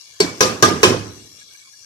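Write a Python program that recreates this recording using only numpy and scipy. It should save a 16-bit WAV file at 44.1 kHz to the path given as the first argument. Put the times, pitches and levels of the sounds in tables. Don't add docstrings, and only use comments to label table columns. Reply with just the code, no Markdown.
import sys
import numpy as np
from scipy import signal
from scipy.fft import rfft, irfft, next_fast_len
from scipy.io import wavfile
from scipy.ndimage import uniform_filter1d

SR = 44100
rng = np.random.default_rng(int(sys.argv[2]) if len(sys.argv) > 2 else 0)


def wav_record(signal):
    frames = np.transpose(np.atleast_2d(signal))
    bounded = np.clip(frames, -1, 1)
    quanta = np.round(bounded * 32767).astype(np.int16)
    wavfile.write(sys.argv[1], SR, quanta)


def decibels_to_gain(level_db):
    exponent = np.asarray(level_db, float) / 20
    return 10 ** exponent


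N = 81585
SIDE = np.array([[.5], [-.5]])


def unit(x):
    return x / np.sqrt(np.mean(x ** 2) + 1e-20)


def along(points, hz):
    f, v = np.transpose(points)
    return np.interp(np.log(hz + 1), np.log(f + 1), v)


def filtered(x, response):
    n = x.shape[-1]
    m = next_fast_len(n + 8192)
    return irfft(rfft(x, m) * response(np.fft.rfftfreq(m, 1 / SR)), m)[..., :n]


def smooth(x, bands, frames):
    return uniform_filter1d(uniform_filter1d(x, size=bands, axis=-2), size=frames, axis=-1)


def add(out, start_s, x):
    start = round(start_s * SR)
    out[..., start:start + x.shape[-1]] += x


# pitch_hz, likeness (0 to 1)
PORT_LIKENESS = [(100, 0.96), (400, 0.91), (800, 0.14), (2000, 0.074), (5000, 0.1), (12000, 0.033)]


def ports(pair):
    def shares(hz):
        angle = np.arccos(np.clip(along(PORT_LIKENESS, hz), -1, 1)) / 2
        return np.array([np.cos(angle), np.sin(angle)])

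    mid, side = filtered(pair, shares)
    return np.array([mid + side, mid - side])


# time_s, level_db
SIZZLE_LEVEL = [(0.0, -46), (0.236, -46), (0.354, -43), (0.664, -43), (0.834, -38.5), (1.05, -44),
                (1.85, -47.5)]
# pitch_hz, density_db_per_hz
FAT_COLOUR = [(50, -10.5), (110, -5.5), (170, -16.5), (340, -14), (700, -18.5), (2000, -15), (2400, -7.5),
              (5650, -1.5), (14000, -22)]
# pitch_hz, strength (share of direct sound)
FLOOR_ECHO = [(600, .1), (1200, .3), (2000, .5), (3000, .55), (5000, .2), (7000, .08)]
# pitch_hz, loss_db
FAT_RIGHT_LOSS = [(2400, -2), (2720, 12), (3100, 3), (4600, -3), (5850, 2), (6800, -2), (8000, -2),
                  (10000, -6)]
# time_s, boost_db
MID_BAND_BOOST = [(0, 1.5), (1.6, -1.5), (1.72, -7), (1.85, -5)]
# start_s, level_db
LOUD_SPITS = [
    (1.427, -40),
    (1.545, -45),
    (1.64, -46),
    (1.802, -46),
]
SPITS_PER_S, SPIT_DB, HISS_DB, PATCH_DB = 1800, 1.5, 0, 4
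MID_BAND_HZ, MID_BAND_OCT = 3200, .3
ECHO_S, RIGHT_ECHO = 1 / 563, .6
FAT_LAG_S, AIR_HZ = -.0003, 14300


def sizzle():
    struck = rng.random((2, N)) < SPITS_PER_S / SR
    spits = struck * rng.standard_normal((2, N)) * decibels_to_gain(SPIT_DB * rng.exponential(size=(2, N)))
    fat = ports(unit(spits) + decibels_to_gain(HISS_DB) * rng.standard_normal((2, N)))

    hz, frames, z = signal.stft(fat, SR, nperseg=512)
    octaves = np.log2((hz[:, None] + 1) / MID_BAND_HZ)
    mid_band_db = np.exp(-(octaves / MID_BAND_OCT) ** 2) * np.interp(frames, *np.transpose(MID_BAND_BOOST))
    patches = PATCH_DB * unit(smooth(rng.standard_normal(z.shape), 4, 12))
    fat = signal.istft(z * decibels_to_gain(patches + mid_band_db), SR, nperseg=512)[1][:, :N]

    def pot(hz):
        delayed = along(FLOOR_ECHO, hz) * np.exp(-2j * np.pi * hz * ECHO_S)
        comb = (1 + np.array([[1], [RIGHT_ECHO]]) * delayed) ** 2
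        return (hz < AIR_HZ) * decibels_to_gain(along(FAT_COLOUR, hz)) * comb

    def place(hz):
        lag = np.exp(2j * np.pi * hz * SIDE * FAT_LAG_S)
        return decibels_to_gain((SIDE - .5) * along(FAT_RIGHT_LOSS, hz)) * lag

    time_s, level_db = np.transpose(SIZZLE_LEVEL)
    level = decibels_to_gain(np.interp(np.arange(N) / SR, time_s, level_db))
    out = unit(filtered(fat, lambda hz: pot(hz) * place(hz))) * level
    t = np.arange(100) / SR
    for start_s, db in LOUD_SPITS:
        add(out, start_s, decibels_to_gain(db - 60 * t / .002) * np.sin(2 * np.pi * 4500 * t))
    return out


# start_s, level_db, pitch_hz
GRAVY_BUBBLES = [(.155, -62, 1070), (1.4, -48.5, 2290), (1.41, -49.5, 1656), (1.505, -57.5, 1567),
                 (1.54, -46.5, 2300), (1.545, -52.5, 1630), (1.585, -55, 2330), (1.61, -49, 2250),
                 (1.645, -52, 2280), (1.665, -60, 2250), (1.668, -57, 1065), (1.73, -51.5, 1670),
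                 (1.83, -57, 1616)]
BUBBLE_S, BUBBLE_PAN_DB = .024, -8


def bubbles():
    out = np.zeros(N + SR)
    u = np.linspace(0, 1, round(BUBBLE_S * SR))
    for start_s, db, hz in GRAVY_BUBBLES:
        swell = np.sin(np.pi * u)
        add(out, start_s, decibels_to_gain(db) * swell * np.sin(2 * np.pi * hz * BUBBLE_S * u))
    return out[:N] * decibels_to_gain(BUBBLE_PAN_DB * SIDE)


# start_s, clang_db, thud_db, thud_pitch_hz, brightness_db_per_octave
LADLE_KNOCKS = [
    (0.202, -20, 1.5, 402.2, 1.5),
    (0.4069, -12.5, -1.5, 444, 1.5),
    (0.625, -10, -5.5, 424, 0.5),
    (0.831, -10.5, 4, 445.5, 1),
]
# pitch_hz, density_db_per_hz
CLANG_COLOUR = [(35, -50), (60, -11), (100, -8.5), (250, -6.5), (420, -4.5), (875, -14.5), (2000, -19),
                (5720, -20), (14300, -40)]
# pitch_hz, decay_s
CLANG_DECAY = [(60, 1), (160, 0.72), (340, 0.69), (600, 0.44), (1100, 0.56), (2900, 0.42), (7700, 0.35),
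               (15000, 0.29)]
LEAD_S, LEAD_DB = .003, -12
CRACK_DB, CRACK_T60 = 2, .043
SNAP_DB, SNAP_T60, RISE_S = -5, .016, .0003
CLANG_TOP_HZ, GRAIN_DB, GRAIN_FROM_HZ = 13800, 3, 900


def clang():
    out = np.zeros((2, N + SR))
    t = np.arange(SR * 3 // 4) / SR
    lead = t[t < LEAD_S]
    for start_s, db, _, _, bright in LADLE_KNOCKS:
        def colour(hz):
            tilt_db = bright * np.log2((hz + 50) / 2000)
            return (hz < CLANG_TOP_HZ) * decibels_to_gain(along(CLANG_COLOUR, hz) + tilt_db)

        noise = unit(filtered(ports(rng.standard_normal((2, len(t)))), colour))
        hz, frames, z = signal.stft(noise, SR, nperseg=256)
        grain = unit(smooth(rng.standard_normal(z.shape[1:]), 2, 5))
        lumps_db = GRAIN_DB * (hz[:, None] > GRAIN_FROM_HZ) * grain
        fall_db = 60 * frames / along(CLANG_DECAY, hz)[:, None]
        tail = signal.istft(z * decibels_to_gain(lumps_db - fall_db), SR, nperseg=256)[1][:, :len(t)]

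        crack = decibels_to_gain(CRACK_DB - 60 * t / CRACK_T60) * noise[:, ::-1]
        add(out, start_s, decibels_to_gain(db) * (tail + crack) * (1 - np.exp(-t / RISE_S)))
        snap = decibels_to_gain(db + SNAP_DB - 60 * t / SNAP_T60) * rng.standard_normal((2, len(t)))
        add(out, start_s, snap)
        scrape = noise[:, 9000:9000 + len(lead)] * lead / LEAD_S
        add(out, start_s - LEAD_S, decibels_to_gain(db + LEAD_DB) * scrape)
    return out[:, :N]


# start_s, level_db, pitch_hz
POT_ROCKS = [(.222, -14.5, 383), (0.242, -13, 293), (.455, -16.5, 367), (0.492, -31.5, 298),
             (0.679, -12.5, 379), (0.714, -11.5, 336), (0.846, -10, 390), (0.869, -18, 348.5),
             (0.904, -11, 238), (.903, -9.5, 417), (0.918, -6.5, 376), (0.943, -12.5, 490),
             (0.964, -21, 294)]
THUD_CYCLES, THUD_RISE = 16.3, 2.64
ROCK_CYCLES, ROCK_RISE = 14.6, 1.1
THUD_LEAD_S = .001


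def thuds():
    moves = [(start_s - THUD_LEAD_S, thud_db + 1.85, hz, THUD_CYCLES, THUD_RISE)
             for start_s, _, thud_db, hz, _ in LADLE_KNOCKS]
    moves += [(*rock, ROCK_CYCLES, ROCK_RISE) for rock in POT_ROCKS]
    out = np.zeros(N + SR)
    t = np.arange(SR // 8) / SR
    for start_s, db, hz, life, rise in moves:
        cycles = hz * t
        swell = 1 - np.exp(-(cycles / rise) ** 2)
        add(out, start_s, 2 * decibels_to_gain(db - 60 * cycles / life) * swell * np.sin(2 * np.pi * cycles))
    return out[:N]


# pitch_hz, decay_s (to -60 dB), rise_s
WALL_MODES = [(104, .55, .06), (180, .4, .01), (365, .3, .01), (513, .45, .01), (940, .06, .001),
              (1025, .14, .003), (1080, .07, .001), (1217, .12, .026), (1532, .1, .003), (1612, .1, .003),
              (1681, .1, .003), (2283, .08, .002), (2529, .09, .003), (1208, .4, .004)]
# knock1_db, knock2_db, knock3_db, knock4_db
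WALL_DRIVE = [(-27, -25, -16.5, -12), (-24.5, -29.5, -38, -28.5), (-36.5, -23.5, -24, -11),
              (-55.5, -17.5, -42.5, -24), (-20.5, -18.5, -11.5, -14.5), (-24.5, -16, -16, -9),
              (-40.5, -15, -12, -6), (-46, 3.5, 9.5, -2), (-50.5, -40, -12, -14), (-22.5, -13, -5, -16),
              (-36, -13.5, -6.5, -7.5), (-11.5, -21, -42.5, -51), (-46, -11, -51.5, -4.5),
              (-48, -14.5, -15, -23.5)]
# pitch_hz, decay_s (to -60 dB), rise_s
BOWL_MODES = [(3080, .17, .005), (3555, .15, .003), (3833, .14, .002), (4164, .1, .002), (4541, .08, .005),
              (4930, .06, .002), (5280, .05, .001), (5520, .06, .001), (5778, .075, .001),
              (6000, .04, .001), (6385, .07, .001), (5093, .05, .002), (7600, .05, .002)]
# knock1_db, knock2_db, knock3_db, knock4_db
BOWL_DRIVE = [(-46, -45, -38, -10), (-47.5, -27.5, -33, -18), (-37, -45.5, -38, -15.5),
              (-16, -40.5, -56, -22.5), (-4, -32.5, -11.5, -54), (-21, -32.5, -34, -35.5),
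              (-13, -29, -28.5, -15), (-32, -17.5, -23, -10), (-23.5, -9, -9, -30), (-36, -14, -25, -23),
              (-32.5, -12.5, -31, -12.5), (-22.5, -30, -28, -32.5), (-9.5, -26, -31.5, -36.5)]
# pitch_hz, level_db
KITCHEN_LEVEL = [(150, -14), (500, -6), (1200, -8), (3000, -6), (4500, -16), (5500, -12)]
KITCHEN_T60 = .4


def ringing():
    out = np.zeros((2, N + SR))
    t = np.arange(SR * 3 // 4) / SR
    for knock, drive in zip(LADLE_KNOCKS, np.transpose(WALL_DRIVE + BOWL_DRIVE)):
        for (hz, t60, rise), db in zip(WALL_MODES + BOWL_MODES, drive):
            phase = rng.uniform(0, 2 * np.pi)
            swell = 1 - np.exp(-(t / rise) ** 2)
            add(out, knock[0], decibels_to_gain(db - 60 * t / t60) * swell * np.sin(2 * np.pi * hz * t + phase))
    room = ports(rng.standard_normal((2, len(t)))) * decibels_to_gain(-60 * t / KITCHEN_T60)
    room = room / np.linalg.norm(room[0])
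    wet = signal.fftconvolve(out, room, axes=1)[:, :N]
    return out[:, :N] + filtered(wet, lambda hz: decibels_to_gain(along(KITCHEN_LEVEL, hz)))


# pitch_hz, threshold_db (against the port's typical treble)
GATE_THRESHOLD = [(1200, -40), (1900, -7), (3500, -7), (8800, -12), (10000, -7.5), (11300, -15),
                  (13300, -10), (14000, -25)]
QUIET_SHARE = 30


def gate(x):
    hz, _, z = signal.stft(x, SR, nperseg=1024)
    power = np.abs(smooth(np.abs(z) ** 2, 4, 5))
    treble = np.median(power[:, (hz > 2000) & (hz < 9000)], axis=1, keepdims=True)
    quiet = np.percentile(treble, QUIET_SHARE, axis=2, keepdims=True)
    typical = np.sqrt(treble * quiet)
    over = power / (typical * decibels_to_gain(2 * along(GATE_THRESHOLD, hz))[:, None] + 1e-20)
    return signal.istft(z / (1 + (over + 1e-9) ** -4), SR, nperseg=1024)[1][:, :N]


def scene():
    return sizzle() + bubbles() + clang() + thuds() + ringing()


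# pitch_hz, level_db
PORT_TILT = [(60, -8), (400, -4), (900, -5.5), (2400, -3), (4400, 2.5), (5700, 13), (7500, 8), (15000, 4)]
LAG_S, CLIP_LEVEL = .0002, .99
NOTCH_HZ, NOTCH_WIDE_HZ = 9150, 350
LOW_CUT_HZ, TOP_HZ, EDGE_HZ = 65, 16150, 60


def top_cut(x):
    return signal.sosfilt(signal.butter(12, 16360, fs=SR, output="sos"), x)


def record(dry):
    def port(hz):
        return decibels_to_gain(SIDE * along(PORT_TILT, hz)) * np.exp(2j * np.pi * hz * SIDE * LAG_S)

    def notch(hz):
        return 1 - .7 * np.exp(-((hz - NOTCH_HZ) / NOTCH_WIDE_HZ) ** 2)

    def passband(hz):
        top = .53 - .47 * np.tanh((hz - TOP_HZ) / EDGE_HZ)
        return top / (1 + (LOW_CUT_HZ / (hz + 1)) ** 4)

    left, right = filtered(dry, port)
    x = gate(np.array([left, filtered(right, notch)]))
    x = filtered(x, passband)
    mix = x / (1 + np.abs(x / CLIP_LEVEL) ** 16) ** (1 / 16)
    return top_cut(mix)


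dry = scene()
out = record(dry)
wav_record(out)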